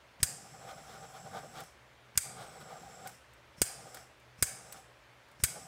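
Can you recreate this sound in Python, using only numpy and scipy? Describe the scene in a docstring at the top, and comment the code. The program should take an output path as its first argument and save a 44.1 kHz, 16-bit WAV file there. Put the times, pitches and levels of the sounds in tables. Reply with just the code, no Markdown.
"""A handheld butane torch roars and sputters as its flame sweeps over a work table.
It is lit five times: the trigger opens the gas valve, then a spring hammer snaps the spark igniter.
The gas hisses and whistles at the nozzle, and the flame burns until the trigger is let go.
The clicks echo in a large room with hard walls, and a low hum lies under the noise of the air."""
import sys
import numpy as np
from scipy import signal
from scipy.fft import rfft, irfft, next_fast_len
from scipy.io import wavfile
from scipy.ndimage import uniform_filter1d, map_coordinates

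SR = 44100
rng = np.random.default_rng(int(sys.argv[2]) if len(sys.argv) > 2 else 0)


def wav_out(sig):
    """Save sig, one row per channel (or a flat mono array), as 16-bit PCM at SR to the path in sys.argv[1]."""
    wavfile.write(sys.argv[1], SR, np.round(np.clip(np.atleast_2d(sig).T, -1, 1) * 32767).astype(np.int16))


N = 250047
T = np.arange(N) / SR


def amp(db):
    """Turn a level in dB into a number to multiply by."""
    return 10 ** (np.asarray(db) / 20)


def unit(x):
    """Scale x to an average strength (rms) of 1."""
    return x / np.sqrt(np.mean(x ** 2) + 1e-20)


def along(points, hz):
    """Read between (frequency, value) points on a log frequency scale."""
    freqs, values = np.transpose(points)
    return np.interp(np.log(hz + 1), np.log(freqs + 1), values)


def shaped(points):
    """A filter curve through (frequency, level) points."""
    return lambda hz: amp(along(points, hz))


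def resonances(table, f):
    """A filter curve with one peak for each (frequency, width, level) row."""
    return sum((-1) ** k * amp(db) * 1j * f * width / (hz * hz - f * f + 1j * f * width)
               for k, (hz, width, db) in enumerate(table))


def filtered(x, response):
    """Pass x through a filter curve."""
    size = next_fast_len(N + SR // 2)
    return irfft(rfft(x, size) * response(np.fft.rfftfreq(size, 1 / SR)), size)[..., :N]


def noise(response, patchy_db):
    """Filtered noise of strength 1, with random louder and softer patches in time and pitch."""
    spectra = signal.stft(rng.standard_normal(N), nperseg=512)[2]
    patches = uniform_filter1d(rng.standard_normal(spectra.shape), size=5, axis=0)
    patches = unit(uniform_filter1d(patches, size=6, axis=1))
    patchy = signal.istft(spectra * amp(patchy_db * patches), nperseg=512)[1][:N]
    return unit(filtered(patchy, response))


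def wobble(rate):
    """A smooth curve through `rate` random values a second."""
    return map_coordinates(rng.standard_normal(int(N * rate / SR) + 4), [T * rate])


def gate(starts, rise, ends, t60):
    """Swell in, hold, then fade. The fade time t60 is the seconds taken to drop by 60 dB."""
    return np.clip((T - starts) / rise, 0, 1) ** 2 * amp(-60 * np.maximum(T - ends, 0) / t60)


def ring(t, hz, t60, attack):
    """A fading tone with a soft start."""
    return np.sin(2 * np.pi * hz * t) * amp(-60 * t / t60) * (1 - np.exp(-t / attack))


def thud(t, hz, crest):
    """A soft, low swing that peaks about `crest` seconds in."""
    age = t / (crest + .002)
    return np.cos(2 * np.pi * hz * (t - crest)) * age ** 3 * np.exp(3 - 3 * age)


def add(track, s, sound):
    """Mix a sound in at s seconds."""
    part = track[max(round(s * SR), 0):][:len(sound)]
    part += sound[:len(part)]


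# Tone of the air noise: f/Hz, relative level/dB
AIR_TONE = [(15, -75.5), (25, -39), (52, -8.5), (76, -3), (91, -24.5), (121, -3.5), (150, -17.5),
            (407, -12.5), (441, -14), (589, -9), (637, -12), (1170, -13), (2140, -14.5), (13500, -40)]
# Notes of the hum: f/Hz, level/dB, width/Hz
HUM_NOTES = [(63.5, -81.5, 4), (121.6, -71, 3)]
def workshop():
    """A wavering low hum lies under steady air noise."""
    hum = sum(amp(db) * noise(lambda f: 1 / (1 + ((f - hz) / width) ** 2), patchy_db=-2.5)
              for hz, db, width in HUM_NOTES)
    return hum + amp(-60.5) * noise(shaped(AIR_TONE), patchy_db=1.07)


# How long the room echoes: f/Hz, fade time/s
ECHO_TIMES = [(300, 0.32), (2000, 0.52), (6000, 0.56), (10000, 0.52), (15000, 0.24)]
def room_echo(knock):
    """The echo builds up late, once the far walls answer; the highest treble dies first."""
    hz, t, spectra = signal.stft(rng.standard_normal(SR), SR, nperseg=256)
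    build = np.clip((t - .015) / 0.029, 0, 1)
    fade = amp(-60 * t / along(ECHO_TIMES, hz)[:, None])
    tail = signal.istft(spectra * build * fade, SR, nperseg=256)[1]
    echo = signal.fftconvolve(knock, tail)
    return echo / np.linalg.norm(echo)


# Where the plastic case rings: f/Hz, width/Hz, relative level/dB, fade time before stretching/s
CASE_RINGS = [(1532, 290, -6.5, 0.044), (2230, 400, -4.5, 0.027), (3325, 130, -16.5, 0.056),
              (4900, 300, -2.5, 0.03), (6450, 740, -8, 0.06), (7230, 260, 2.5, 0.017),
              (8210, 1000, -2, 0.066), (9220, 260, 2, 0.021), (10800, 430, -11, 0.036),
              (12730, 660, -5, 0.013), (14200, 340, 0.5, 0.01), (16360, 1600, -5, 0.01)]
def case_knock(t, low_hz, stretch, body_db, crack_db, echo_db):
    """One blow cracks against the plastic case and rattles its loose parts; the room answers."""
    size = 2 * len(t)
    hz = np.fft.rfftfreq(size, 1 / SR)
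    body = 1 + amp(body_db) / (1 + 1j * hz / 2500) ** 2  # a duller blow feeds the low rings more
    ratio = 1j * hz / low_hz
    bass_cut = (ratio ** 2 / (1 + np.sqrt(2) * ratio + ratio ** 2)) ** 2  # small things give little bass
    crack = amp(crack_db) * 1j * hz / (1200 + 1j * hz)
    curves = body * bass_cut * np.array([resonances([row[:3]], hz) for row in CASE_RINGS] + [crack])
    t60 = stretch * np.array([row[3] for row in CASE_RINGS] + [.025])[:, None]
    rattles = rng.standard_normal((len(t60), len(t))) * amp(-60 * t / t60) * (1 - np.exp(-t / .0003))
    parts = rfft(rattles, size) * curves
    direct = irfft(parts.sum(0))[:len(t)]
    signs = (-1) ** np.arange(len(t60))[:, None]  # flipping every other ring keeps the dips shallow
    out = amp(echo_db) * room_echo(irfft((signs * parts).sum(0))[:len(t)])
    add(out, 0, direct / np.linalg.norm(direct))
    return out


# The trigger is pressed: t/s, click level/dB, thud level/dB
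TRIGGER_PRESSES = [(0.2022, -28, -42.5), (2.155, -27, -46.5), (3.583, -36, -46), (4.389, -36, -46),
                   (5.4, -29.5, -46.5)]
# The trigger is let go or the grip shifts: t/s, level/dB, added body/dB
LIGHT_TICKS = [(1.604, -23.5, 4.5), (1.636, -31.5, 0.5), (2.603, -37.5, 2), (3.0731, -18, -11),
               (3.093, -28, 2.5), (3.334, -39, 3.5), (3.945, -19.5, -2), (3.97, -23.5, 15.5),
               (3.993, -40, 10.5), (4.1994, -43, 4), (4.724, -18, -20), (5.2855, -46.5, -4),
               (5.314, -39.5, 1)]
def trigger():
    """Pressing makes a dull click and a thud; letting go or shifting the grip makes light ticks."""
    out, t = np.zeros(N), T[:SR // 16]
    for s, db, thud_db in TRIGGER_PRESSES:
        click = case_knock(t, low_hz=450.4, stretch=1.3, body_db=25.5, crack_db=-11, echo_db=-9)
        add(out, s, amp(db) * click)
        add(out, s - .002, amp(thud_db) * thud(t, hz=130, crest=0.002))
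    for s, db, body_db in LIGHT_TICKS:
        tick = case_knock(t, low_hz=454, stretch=1.25, body_db=body_db, crack_db=-4, echo_db=-12)
        add(out, s, amp(db) * tick)
    return out


# Igniter snaps: t/s, strike level/dB, bounce delay/s, bounce level/dB, thump level/dB, pop level/dB
IGNITER_SNAPS = [(0.2298, 4, 0.0015, 1.5, -28.5, -21), (2.1752, 5, .00207, -3.5, -37, -35),
                 (3.6168, 3.5, .00167, 1.5, -30, -8.5), (4.4248, 3.5, .0014, 2.5, -30, -17),
                 (5.4368, 2, 0.0017, 3.5, -28, -21)]
def igniter():
    """The spring hammer strikes and bounces amid a low thump, and the gas lights with a pop."""
    out, t = np.zeros(N), T[:SR // 8]
    pop = -ring(t, hz=398, t60=0.0051, attack=.0004)
    thump = thud(t, hz=103, crest=.0075) + amp(-4) * thud(t, hz=73.4, crest=0.0098)
    for s, db, bounce_s, bounce_db, thump_db, pop_db in IGNITER_SNAPS:
        strike = case_knock(t, low_hz=1110, stretch=0.4, body_db=-11.5, crack_db=-18, echo_db=-13)
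        bounce = case_knock(t, low_hz=1130, stretch=1.56, body_db=-5, crack_db=-9.5, echo_db=-15)
        add(out, s, amp(db) * strike)
        add(out, s + bounce_s, amp(bounce_db) * bounce)
        add(out, s - .007, amp(thump_db) * thump)
        add(out, s + .0008, amp(pop_db) * pop)
    return out


# Tone of the gas jet: f/Hz, relative level/dB
HISS_TONE = [(2500, -39), (4300, -16.5), (4900, -10), (5300, 2.5), (5700, -3.5), (7000, -8.5), (8600, -9),
             (10900, -12), (12000, -25), (14300, -12), (15000, -20), (16000, -32.5)]
# The gas valve: opens/s, shuts/s, hiss level/dB, whistle level/dB
VALVE_OPENINGS = [(0.183, 1.673, -63, -64), (2.132, 3.149, -65, -64.5), (3.556, 4.012, -61.5, -63),
                  (4.364, 4.787, -63, -63), (5.379, 5.7, -60, -53.5)]
def gas_hiss():
    """Gas hisses from the nozzle while the valve is open and fades in the room once it shuts."""
    level = sum(amp(db) * gate(opens, rise=0.026, ends=shuts, t60=0.33)
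                for opens, shuts, db, _ in VALVE_OPENINGS)
    return level * amp(0.46 * wobble(8.5)) * noise(shaped(HISS_TONE), patchy_db=.7)


# Pitch of the whistle: t/s, f/Hz
WHISTLE_PITCH = [(.5, 7680), (1.25, 7640), (1.45, 7720), (2.45, 8100), (2.75, 7580), (3.07, 7600),
                 (3.9, 7680), (4.65, 7780)]
def nozzle_whistle():
    """A narrow band of noise sings at the nozzle, its pitch drifting as the torch turns."""
    # It waits for the flame and breaks off as the valve begins to close.
    level = sum(amp(db) * gate(opens + 0.088, rise=0.26, ends=shuts - 0.053, t60=0.42)
                for opens, shuts, _, db in VALVE_OPENINGS)
    waver = amp(0.53 * wobble(5.91))
    pitch_hz = np.interp(T, *np.transpose(WHISTLE_PITCH))
    phase = 2 * np.pi * np.cumsum(pitch_hz) / SR
    slow_a, slow_b = (noise(lambda f: 1 / (1 + (f / 300) ** 2), patchy_db=2.5) for _ in range(2))
    return level * waver * (slow_a * np.cos(phase) + slow_b * np.sin(phase))


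# Tone of the sputter: f/Hz, relative level/dB
SPUTTER_TONE = [(820, -16), (1400, -0.5), (1710, -12.5), (2270, -10), (2590, -20.5), (3330, -10.5),
                (4600, -17), (7500, -21.5), (15500, -30.5)]
def surface_sputter(flutter):
    """The flame spits in quick, uneven bursts where it meets the surface."""
    flicker = amp(1.2 * flutter + 1.2 * wobble(300))
    return unit(flicker * noise(shaped(SPUTTER_TONE), patchy_db=1))


# Where the burner tube rings: f/Hz, width/Hz, relative level/dB
TUBE_RINGS = [(473, 106, -4), (676, 130, -2), (781.3, 47.8, 4), (1215, 42, -6), (1493, 130, -12)]
def tube_roar(flutter):
    """Swirling, burning gas makes the burner tube ring with a fluttering roar."""
    flicker = amp(1.7 * flutter + 0.44 * wobble(120))
    return unit(flicker * noise(lambda f: resonances(TUBE_RINGS, f), patchy_db=2.1))


# Each burn: catches/s, goes out/s, roar level/dB, sputter level/dB, rumble level/dB
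BURNS = [(0.222, 1.63, -59, -67.5, -59.5), (2.215, 3.092, -55.5, -61.5, -61.5),
         (3.62, 4.006, -54.5, -63.5, -66), (4.407, 4.77, -58.5, -68, -64), (5.44, 5.706, -56, -78, -60.5)]
# Surges as the flame meets the surface: t/s, length/s, flare level/dB, sputter level/dB
SURFACE_SURGES = [(0.324, .03, -66, -72), (0.549, 0.015, -62, -64), (0.642, 0.045, -54.5, -57.5),
                  (0.703, 0.037, -51.5, -52.5), (0.79, 0.04, -58.5, -59), (0.923, 0.076, -57, -55.5),
                  (1.045, 0.028, -53, -57), (1.165, 0.044, -56.5, -54.5), (1.265, 0.026, -53.5, -63),
                  (1.368, 0.042, -44.5, -51), (1.446, 0.018, -53, -65), (1.587, 0.04, -48, -47),
                  (2.421, 0.054, -50.5, -51.5), (2.618, 0.017, -54.5, -52.5), (2.714, 0.039, -50, -60),
                  (2.77, 0.013, -51.5, -65), (3.063, 0.02, -53, -55.5), (3.966, .025, -71, -56.5),
                  (4.755, 0.038, -74, -59), (5.58, 0.03, -53.5, -71.5)]
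def flame():
    """The flame roars, sputters and rumbles, and flares up as it meets the surface."""
    power = np.zeros((4, N))  # rows: roar, sputter, rumble, flare
    for catches, goes_out, *levels_db in BURNS:
        burning = gate(catches, rise=0.039, ends=goes_out, t60=0.26)
        power[:3] += (amp(levels_db)[:, None] * burning) ** 2
    for s, length, flare_db, sputter_db in SURFACE_SURGES:
        swell = 1 / np.cosh(np.clip((T - s) / length * 2, -30, 30))
        rumble_db = flare_db - 12.5
        power[1:] += (amp([[sputter_db], [rumble_db], [flare_db]]) * swell) ** 2
    flutter = wobble(45)  # shared, so roar and sputter flicker together
    roar = tube_roar(flutter)
    flare = unit(filtered(roar, lambda f: 1 / np.sqrt(1 + (620 / (f + 1)) ** 4)))  # a thinner roar
    sputter = surface_sputter(flutter)
    lumps = amp(.6 * wobble(30) + 2.2 * wobble(14))
    rumble = unit(lumps * noise(lambda f: resonances([(147, 101, 0)], f) ** 2, patchy_db=2.2))
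    return (np.sqrt(power) * [roar, sputter, rumble, flare]).sum(0)


def scene():
    """Add all the sounds together, the same on the left and the right."""
    mix = igniter() + trigger() + gas_hiss() + nozzle_whistle() + flame() + workshop()
    return np.tile(mix, (2, 1))


def record(dry):
    """The highest treble falls away steeply, leaving nothing above top_hz."""
    top_hz, slope_hz = 17000, 1700
    return filtered(dry, lambda hz: np.sin(np.pi / 2 * np.clip((top_hz - hz) / slope_hz, 0, 1)) ** 6)


dry = scene()
out = record(dry)
wav_out(out)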